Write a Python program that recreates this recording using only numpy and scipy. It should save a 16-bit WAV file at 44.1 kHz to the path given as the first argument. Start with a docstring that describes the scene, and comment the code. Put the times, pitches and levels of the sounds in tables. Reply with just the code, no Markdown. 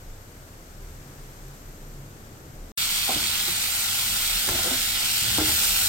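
"""Frying in a wok

A still kitchen hums. After a moment of silence, vegetables fry in a hot wok, close by.
Thousands of tiny steam bubbles burst in the oil and keep the iron bowl ringing faintly.
A steel spatula pushes under the food, knocks on the pan and turns the food over; the sizzle swells."""
import sys
import numpy as np
from scipy import signal
from scipy.fft import rfft, irfft
from scipy.io import wavfile

SR = 44100
rng = np.random.default_rng(int(sys.argv[2]) if len(sys.argv) > 2 else 0)


def pcm_store(signal):
    """Save signal as 16-bit PCM."""
    levels = np.round(np.clip(np.atleast_2d(signal), -1, 1) * 32767)
    wavfile.write(sys.argv[1], SR, levels.astype(np.int16).T)


N = 259308
T = np.arange(N) / SR
HZ = np.fft.rfftfreq(N, 1 / SR)
KITCHEN_END_S, FRY_START_S = 2.718, 2.775

# tone of the kitchen air: pitch_hz, left_db, right_db
AIR_TONE = [(54.4, 1.5, -12.5), (111, 11, -11.5), (191, -2, -9), (400, -7.5, -8), (920, -13.5, -15),
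            (1480, -14.5, -14), (2600, -19.5, -23.5), (3980, -22, -24), (6500, -17.5, -27),
            (8840, -19.5, -24), (9700, -36, -27), (10900, -24.5, -35), (12300, -21, -17),
            (13800, -33, -28.5)]
# low tones of the kitchen: pitch_hz, level_db, growth_db_per_s
HUM_TONES = [(31.3, -46, -0.02), (75.4, -48, -5.5), (102, -55.5, -1), (139.5, -58, 3)]
# thin high whines: pitch_hz, width_hz, level_db
WHINES = [(7330, 420, -11), (12000, 110, -2)]
# tone of the sizzle: pitch_hz, left_db, right_db
SIZZLE_TONE = [(212, -13, -18), (417, -23.5, -26.5), (1150, -11.5, -17), (1770, -10.5, -12),
               (2690, -6.5, -2), (3720, -3, -1), (4810, -5, -4), (6250, -7, -11.5), (7600, -5, -8),
               (9020, -4.5, -3), (9860, -10.5, -41), (10420, -10, -13.5), (12350, -2.5, -5),
               (17100, -7, -10.5)]
# how alike the sizzle is on both sides: pitch_hz, likeness_0_to_1, left_lead_radians
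SIZZLE_STEREO = [(330, 1, 0), (690, 1, -7), (1040, 0.35, 3.5), (2040, 0.33, -2.5), (2460, 0.43, 1.4),
                 (3530, 0.3, 3.1), (3930, 0.73, 4.6), (5430, 0.28, 5), (6860, 0, 11), (14900, 0, 10)]
# ringing notes of the wok, damped by food: pitch_hz, width_hz, level_db
WOK_NOTES = [(216, 9.5, 3), (299.5, 22, -9.5), (426, 50, -12), (522.4, 16.4, -3.5), (620, 84, -13),
             (807, 120, -1.5), (1047, 16, 0), (1392, 143, 4), (1960, 180, -1.5)]
# wet food lands on hot iron, changing each bubble size: start_s, settle_s, large_db, small_db, mist_db
SIZZLE_FLARES = [(3.66, 1.2, -1.7, 0.61, 1.4), (3.95, 0.4, -0.2, 0.63, 1.5), (5.04, 1.2, 1.2, 1.5, 0.87),
                 (5.44, 3, 0.6, 2.1, 4.8), (5.6, 0.13, 0.5, 2.7, 1), (5.77, 0.3, -1, 1.2, 1)]
# the blade rocks the pan: start_s, length_s, level_db
PAN_PUSHES = [(3.101, 0.087, -39.5), (3.467, 0.023, -42), (3.86, 0.28, -49), (4.49, 0.054, -37),
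              (5.217, 0.25, -35.5), (5.52, 0.35, -47.5)]
# steel ticks and spits of oil: start_s, level_db, pitch_hz, fade_s
TICKS_AND_SPITS = [(3.0505, -16, 9000, 0.0014), (3.297, -37, 2800, 0.0016), (4.4887, -18, 7400, 0.004),
                   (4.488, -20.5, 1410, 0.0067), (4.775, -24, 2200, 0.0017), (5.383, -20.5, 780, 0.0045)]
# the spatula hits the pan: start_s, level_db, pitch_hz, ring_s
KNOCKS = [(3.075, -28, 792, 0.23), (3.091, -20, 751, 0.091), (3.158, -24, 304, 0.079),
          (3.478, -27, 345, 0.079), (4.486, -23.5, 390, 0.052), (4.509, -27, 355, 0.19),
          (4.539, -27, 242, 0.15), (4.584, -26, 756, 0.098), (4.658, -27, 513, 0.23),
          (4.709, -24.5, 258.5, 0.19), (5.383, -19, 307.6, 0.2), (5.409, -24, 310, 0.13)]
# the blade drags over the iron: start_s, length_s, level_db
SCRAPES = [(3.095, 0.019, -39), (3.122, 0.11, -44.5), (4.469, 0.14, -39.5), (4.634, 0.11, -38),
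           (5.372, 0.032, -34), (5.47, 0.032, -38)]
# the steel squeaks under the food: start_s, length_s, pitch_hz, level_db
BLADE_SQUEAKS = [(3.456, 0.32, 8630, -48), (3.602, 0.02, 5730, -35), (3.715, 0.04, 7480, -33)]


def amp(db):
    """Turns decibels into a gain."""
    return 10 ** (np.asarray(db) / 20)


def unit(x):
    """Scales a signal to an average strength (rms) of 1."""
    return x / np.sqrt(np.mean(x ** 2) + 1e-20)


def over_hz(table):
    """Fills in a table's columns for every frequency."""
    hz, *columns = np.transpose(table)
    return np.array([np.interp(np.log(HZ + 1), np.log(hz), c) for c in columns])


def colour(x, db, shadow_hz=350):
    """Gives left and right their own tone; deep sound reaches both equally."""
    mean_db = db.mean(0)
    cepstrum = irfft(np.log(amp(mean_db)), N)
    # this filter rings only after a click, never before it
    tone = np.exp(rfft(cepstrum * (1 + np.sign(np.fft.fftfreq(N)))))
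    shadow = HZ ** 2 / (HZ ** 2 + shadow_hz ** 2)
    return irfft(rfft(x) * tone * amp((db - mean_db) * shadow), N)


def ring(x, notes):
    """Lets x ring a set of notes (pitch_hz, width_hz, level_db); narrow ones ring longer."""
    response = sum(amp(db) * 1j * HZ * width / (hz ** 2 - HZ ** 2 + 1j * HZ * width)
                   for hz, width, db in notes)
    return irfft(rfft(x) * response, N)


def drift(rate_hz):
    """A smooth random wobble of strength 1."""
    real, imag = rng.standard_normal(size=(2, 4096))
    return unit(irfft((real + 1j * imag) / (1 + (HZ[:len(real)] / rate_hz) ** 2), N))


def stereo(pair, table):
    """Blends two unrelated signals into left and right, by rows of pitch_hz, likeness, lead_radians."""
    same, lead = over_hz(table)
    apart = HZ ** 3 / (HZ ** 3 + 330 ** 3)  # deep sound is the same on both sides
    same = 1 - apart * (1 - np.clip(same, 0, 1))
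    left, other = rfft(pair)
    right = same * np.exp(-1j * lead * apart) * left + np.sqrt(1 - same ** 2) * other
    return irfft(np.array([left, right]), N)


def pops(per_s, spread_db, channels=2):
    """Random clicks of uneven size."""
    out = np.zeros((channels, N))
    chance = rng.uniform(-1, 1, (channels, N)) * SR / per_s
    hit = abs(chance) < 1
    out[hit] = np.sign(chance[hit]) * amp(spread_db * np.minimum(-np.log(abs(chance[hit])), 5))
    return unit(out)


def held(start, length, rise_s, fall_s):
    """A level that rises, holds and dies away."""
    rise = 1 - np.exp(-np.maximum(T - start, 0) / rise_s)
    return rise * np.exp(-np.maximum(T - start - length, 0) / fall_s)


def hump(centre_s, half_length_s):
    """A smooth swell, 1 at its centre."""
    return np.exp(-((T - centre_s) / half_length_s) ** 2)


def add(mix, s, sound):
    """Lays a sound into the mix at s seconds."""
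    part = mix[..., round(s * SR):][..., :sound.shape[-1]]
    part += sound[..., :part.shape[-1]]


def kitchen_air(level_db=-47, split_hz=750, bass_db_per_s=1.22, swell_db=1.4):
    """Soft room noise: the bass creeps up and the hiss swells once."""
    likeness = [(140, 0.1, .3), (404, 0.76, .1), (700, 0.31, 0.46), (1400, 0.22, 4.0), (2500, .02, 1.3)]
    noise = stereo(rng.standard_normal((2, N)), likeness)
    air = unit(colour(noise, over_hz(AIR_TONE)) * amp(0.22 * drift(29)))
    bass = irfft(rfft(air) / (1 + (HZ / split_hz) ** 4), N)
    hiss = (air - bass) * amp(swell_db * hump(1.28, 0.58))
    return amp(level_db) * (bass * amp(bass_db_per_s * T) + hiss)


def whine(level_db=-65, swell_db=4.3):
    """Narrow bands of noise make a thin high whine that swells once."""
    swell = held(start=1.36, length=0.59, rise_s=0.09, fall_s=0.09)
    return amp(level_db + swell_db * swell) * unit(ring(rng.standard_normal((2, N)), WHINES))


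def hum(tones, wander_hz=2.83, waver_db=5.0):
    """Low tones waver in pitch and strength as they slowly grow or fade."""
    out = np.zeros(N)
    for hz, db, db_per_s in tones:
        strength = amp(db + db_per_s * T + waver_db * drift(3))
        pitch_hz = hz + wander_hz * drift(6.8)
        out += strength * np.sin(2 * np.pi * np.cumsum(pitch_hz) / SR)
    return out


def sizzle(steam_db=1.0, flutter_db=0.53, splits_hz=(5200, 10000), lean_right_db=1.23):
    """Bubbles burst in quick clusters over a hiss of steam, and ring the bowl."""
    bursts = pops(per_s=7000, spread_db=3.0) + amp(steam_db) * rng.standard_normal((2, N))
    bursts *= amp(flutter_db * drift(100))
    spray = blade_echo(colour(stereo(bursts, SIZZLE_STEREO), over_hz(SIZZLE_TONE)))
    # large bubbles, small bubbles, fine mist: the smaller, the higher they sound
    low, mid = (1 / (1 + (HZ / hz) ** 12) for hz in splits_hz)
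    bands = np.array([low, mid - low, 1 - mid])[:, None]
    sizes = np.array([unit(band) for band in irfft(rfft(spray) * bands, N)])
    strength = amp(bubble_levels())
    hiss = (sizes * strength[:, None]).sum(0)
    balance = amp([[-lean_right_db / 2], [lean_right_db / 2]])
    return hiss * balance + bowl_ringing(unit(strength.sum(0)))


def blade_echo(x, echo=0.27, delay_s=0.000609, travel=0.357, stir_hz=0.85):
    """The sizzle bounces off the moving blade and food, so faint bands glide through it."""
    now = np.arange(N)
    out = []
    for side in x:
        lag = SR * delay_s * np.exp(travel * drift(stir_hz))
        out.append(side + echo * np.interp(now - lag, now, side))
    return np.array(out)


def bubble_levels(steady_db=(-28, -30, -30.5), lift_shares=(1.0, 0.4, 0.19), restless_db=0.42):
    """Decibels for each bubble size: a dip as the blade lifts the food, flares as it lands."""
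    lift_db = -1.9 * hump(3.6, 0.11)
    level = np.array([db + share * lift_db + restless_db * drift(8)
                      for db, share in zip(steady_db, lift_shares)])
    for s, settle_s, *gains_db in SIZZLE_FLARES:
        level += np.outer(gains_db, held(s, 0, rise_s=0.014, fall_s=settle_s))
    return level


def bowl_ringing(frying_strength, level_db=-44, loosened_db=3.53):
    """Bubbles tap the iron, which rings more once the food is loosened."""
    bowl = unit(ring(pops(per_s=1500, spread_db=3.0, channels=1)[0], WOK_NOTES))
    loosened = held(start=3.15, length=0, rise_s=0.066, fall_s=4.6)
    return amp(level_db + loosened_db * loosened) * frying_strength * bowl


def pan_rocking(stir_db=-50):
    """Stirring keeps the pan rumbling on its stand; pushes rock it harder."""
    stand = ring(rng.standard_normal(N), [(79.0, 11, 3.5), (103, 35, -6)])
    rumble = unit(ring(stand, [(91, 510, 0)]))
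    push = sum(amp(db) * held(s, length, rise_s=0.0057, fall_s=0.056) for s, length, db in PAN_PUSHES)
    return np.hypot(amp(stir_db), push) * rumble


def ticks(gain_db=-4):
    """Bare steel and spitting oil make very short, bright cracks."""
    t, out = T[:SR // 20], np.zeros((2, N))
    for s, db, hz, fade_s in TICKS_AND_SPITS:
        band = signal.butter(2, [hz * .6, hz * 1.6], "bandpass", fs=SR, output="sos")
        crack = unit(signal.sosfilt(band, rng.standard_normal((2, len(t)))))
        add(out, s, crack * amp(db + gain_db) * np.exp(-t / fade_s))
    return stereo(out, [(1500, 1.0, 0), (5000, 0.32, 0)])


def knocks(thud_hz=86, thud_s=0.064, hard_db=-17, rise_s=0.002, crush_s=0.021, muffle_hz=1000):
    """Food cushions each spatula hit: a dull note, a rattle of the bowl, a thud through the stove."""
    t = T[:SR // 3]
    notes, contact = np.zeros(N), np.zeros((2, N))
    thud = amp(-14 - 60 * t / thud_s) * np.sin(2 * np.pi * thud_hz * t)
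    for s, db, hz, ring_s in KNOCKS:
        hardness = amp(db - hard_db)  # gentle hits start slowly and rattle less
        angle = 2 * np.pi * hz * t
        overtone = amp(-9) * np.sin(1.37 * angle)
        note = amp(-2 - 60 * t / ring_s) * (np.sin(angle) + overtone)
        onset = 1 - np.exp(-t * hardness / rise_s)
        add(notes, s, amp(db) * onset * (note + thud))
        add(contact, s, amp(db) * hardness * np.exp(-t / crush_s) * rng.standard_normal((2, len(t))))
    contact = stereo(contact, [(450, 0.99, 0.27), (900, 0.27, 0)])
    contact = signal.lfilter(*signal.butter(2, muffle_hz, fs=SR), contact)
    clunk = ring(contact, [(384, 330, 16.0), (696, 310, 17.7)])
    rattle = amp(7) * ring(contact, WOK_NOTES)
    return notes + amp(-9) * (clunk + rattle)


def scraping(gain_db=2, muffle_hz=2000):
    """The blade sticks and slips on the oiled iron, and each slip rings the bowl."""
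    force = sum(amp(db) * held(s, length, rise_s=0.004, fall_s=0.026) for s, length, db in SCRAPES)
    slips = stereo(pops(per_s=1700, spread_db=-1), [(450, 0.79, .2), (910, 0.25, 0)])
    slips = signal.lfilter(*signal.butter(2, muffle_hz, fs=SR), slips)
    rasp = unit(ring(slips, WOK_NOTES + [(348, 71, 3), (610, 200, -1.5)]))
    return amp(gain_db) * force * rasp


def squeaks(width_hz=200, edge_s=0.0065):
    """Steel sliding on iron makes thin, fuzzy whistles."""
    out = np.zeros((2, N))
    for s, length, hz, db in BLADE_SQUEAKS:
        note = [(hz, width_hz, 0)]
        whistle = unit(ring(ring(rng.standard_normal((2, N)), note), note))
        out += amp(db) * held(s, length, edge_s, edge_s) * whistle
    return out


def tiled_walls(x, fade_s=0.29, echo_db=-11):
    """Adds the short echo of a small, hard room."""
    tail = stereo(rng.standard_normal((2, N)), [(450, 1.0, 0), (905, 0.06, 0)])
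    tail *= amp(-60 * T / fade_s) * (T > .004)
    tail = tail[:, :SR] / np.linalg.norm(tail[0])
    return x + amp(echo_db) * signal.fftconvolve(x, tail, axes=1)[:, :N]


def scene():
    """The still kitchen, a short silence, then the wok over the lowest hum."""
    wok = sizzle() + hum(HUM_TONES[:1])
    wok += tiled_walls(knocks() + ticks() + scraping() + pan_rocking() + squeaks())
    kitchen = kitchen_air() + whine() + hum(HUM_TONES)
    return kitchen * (T < KITCHEN_END_S) + wok * (T > FRY_START_S)


def record(dry, top_hz=15900):
    """Cuts off the very highest treble."""
    low_pass = signal.firwin(2001, top_hz, window=("kaiser", 8), fs=SR)
    return signal.oaconvolve(dry, low_pass[None], "same")


dry = scene()
out = record(dry)
pcm_store(out)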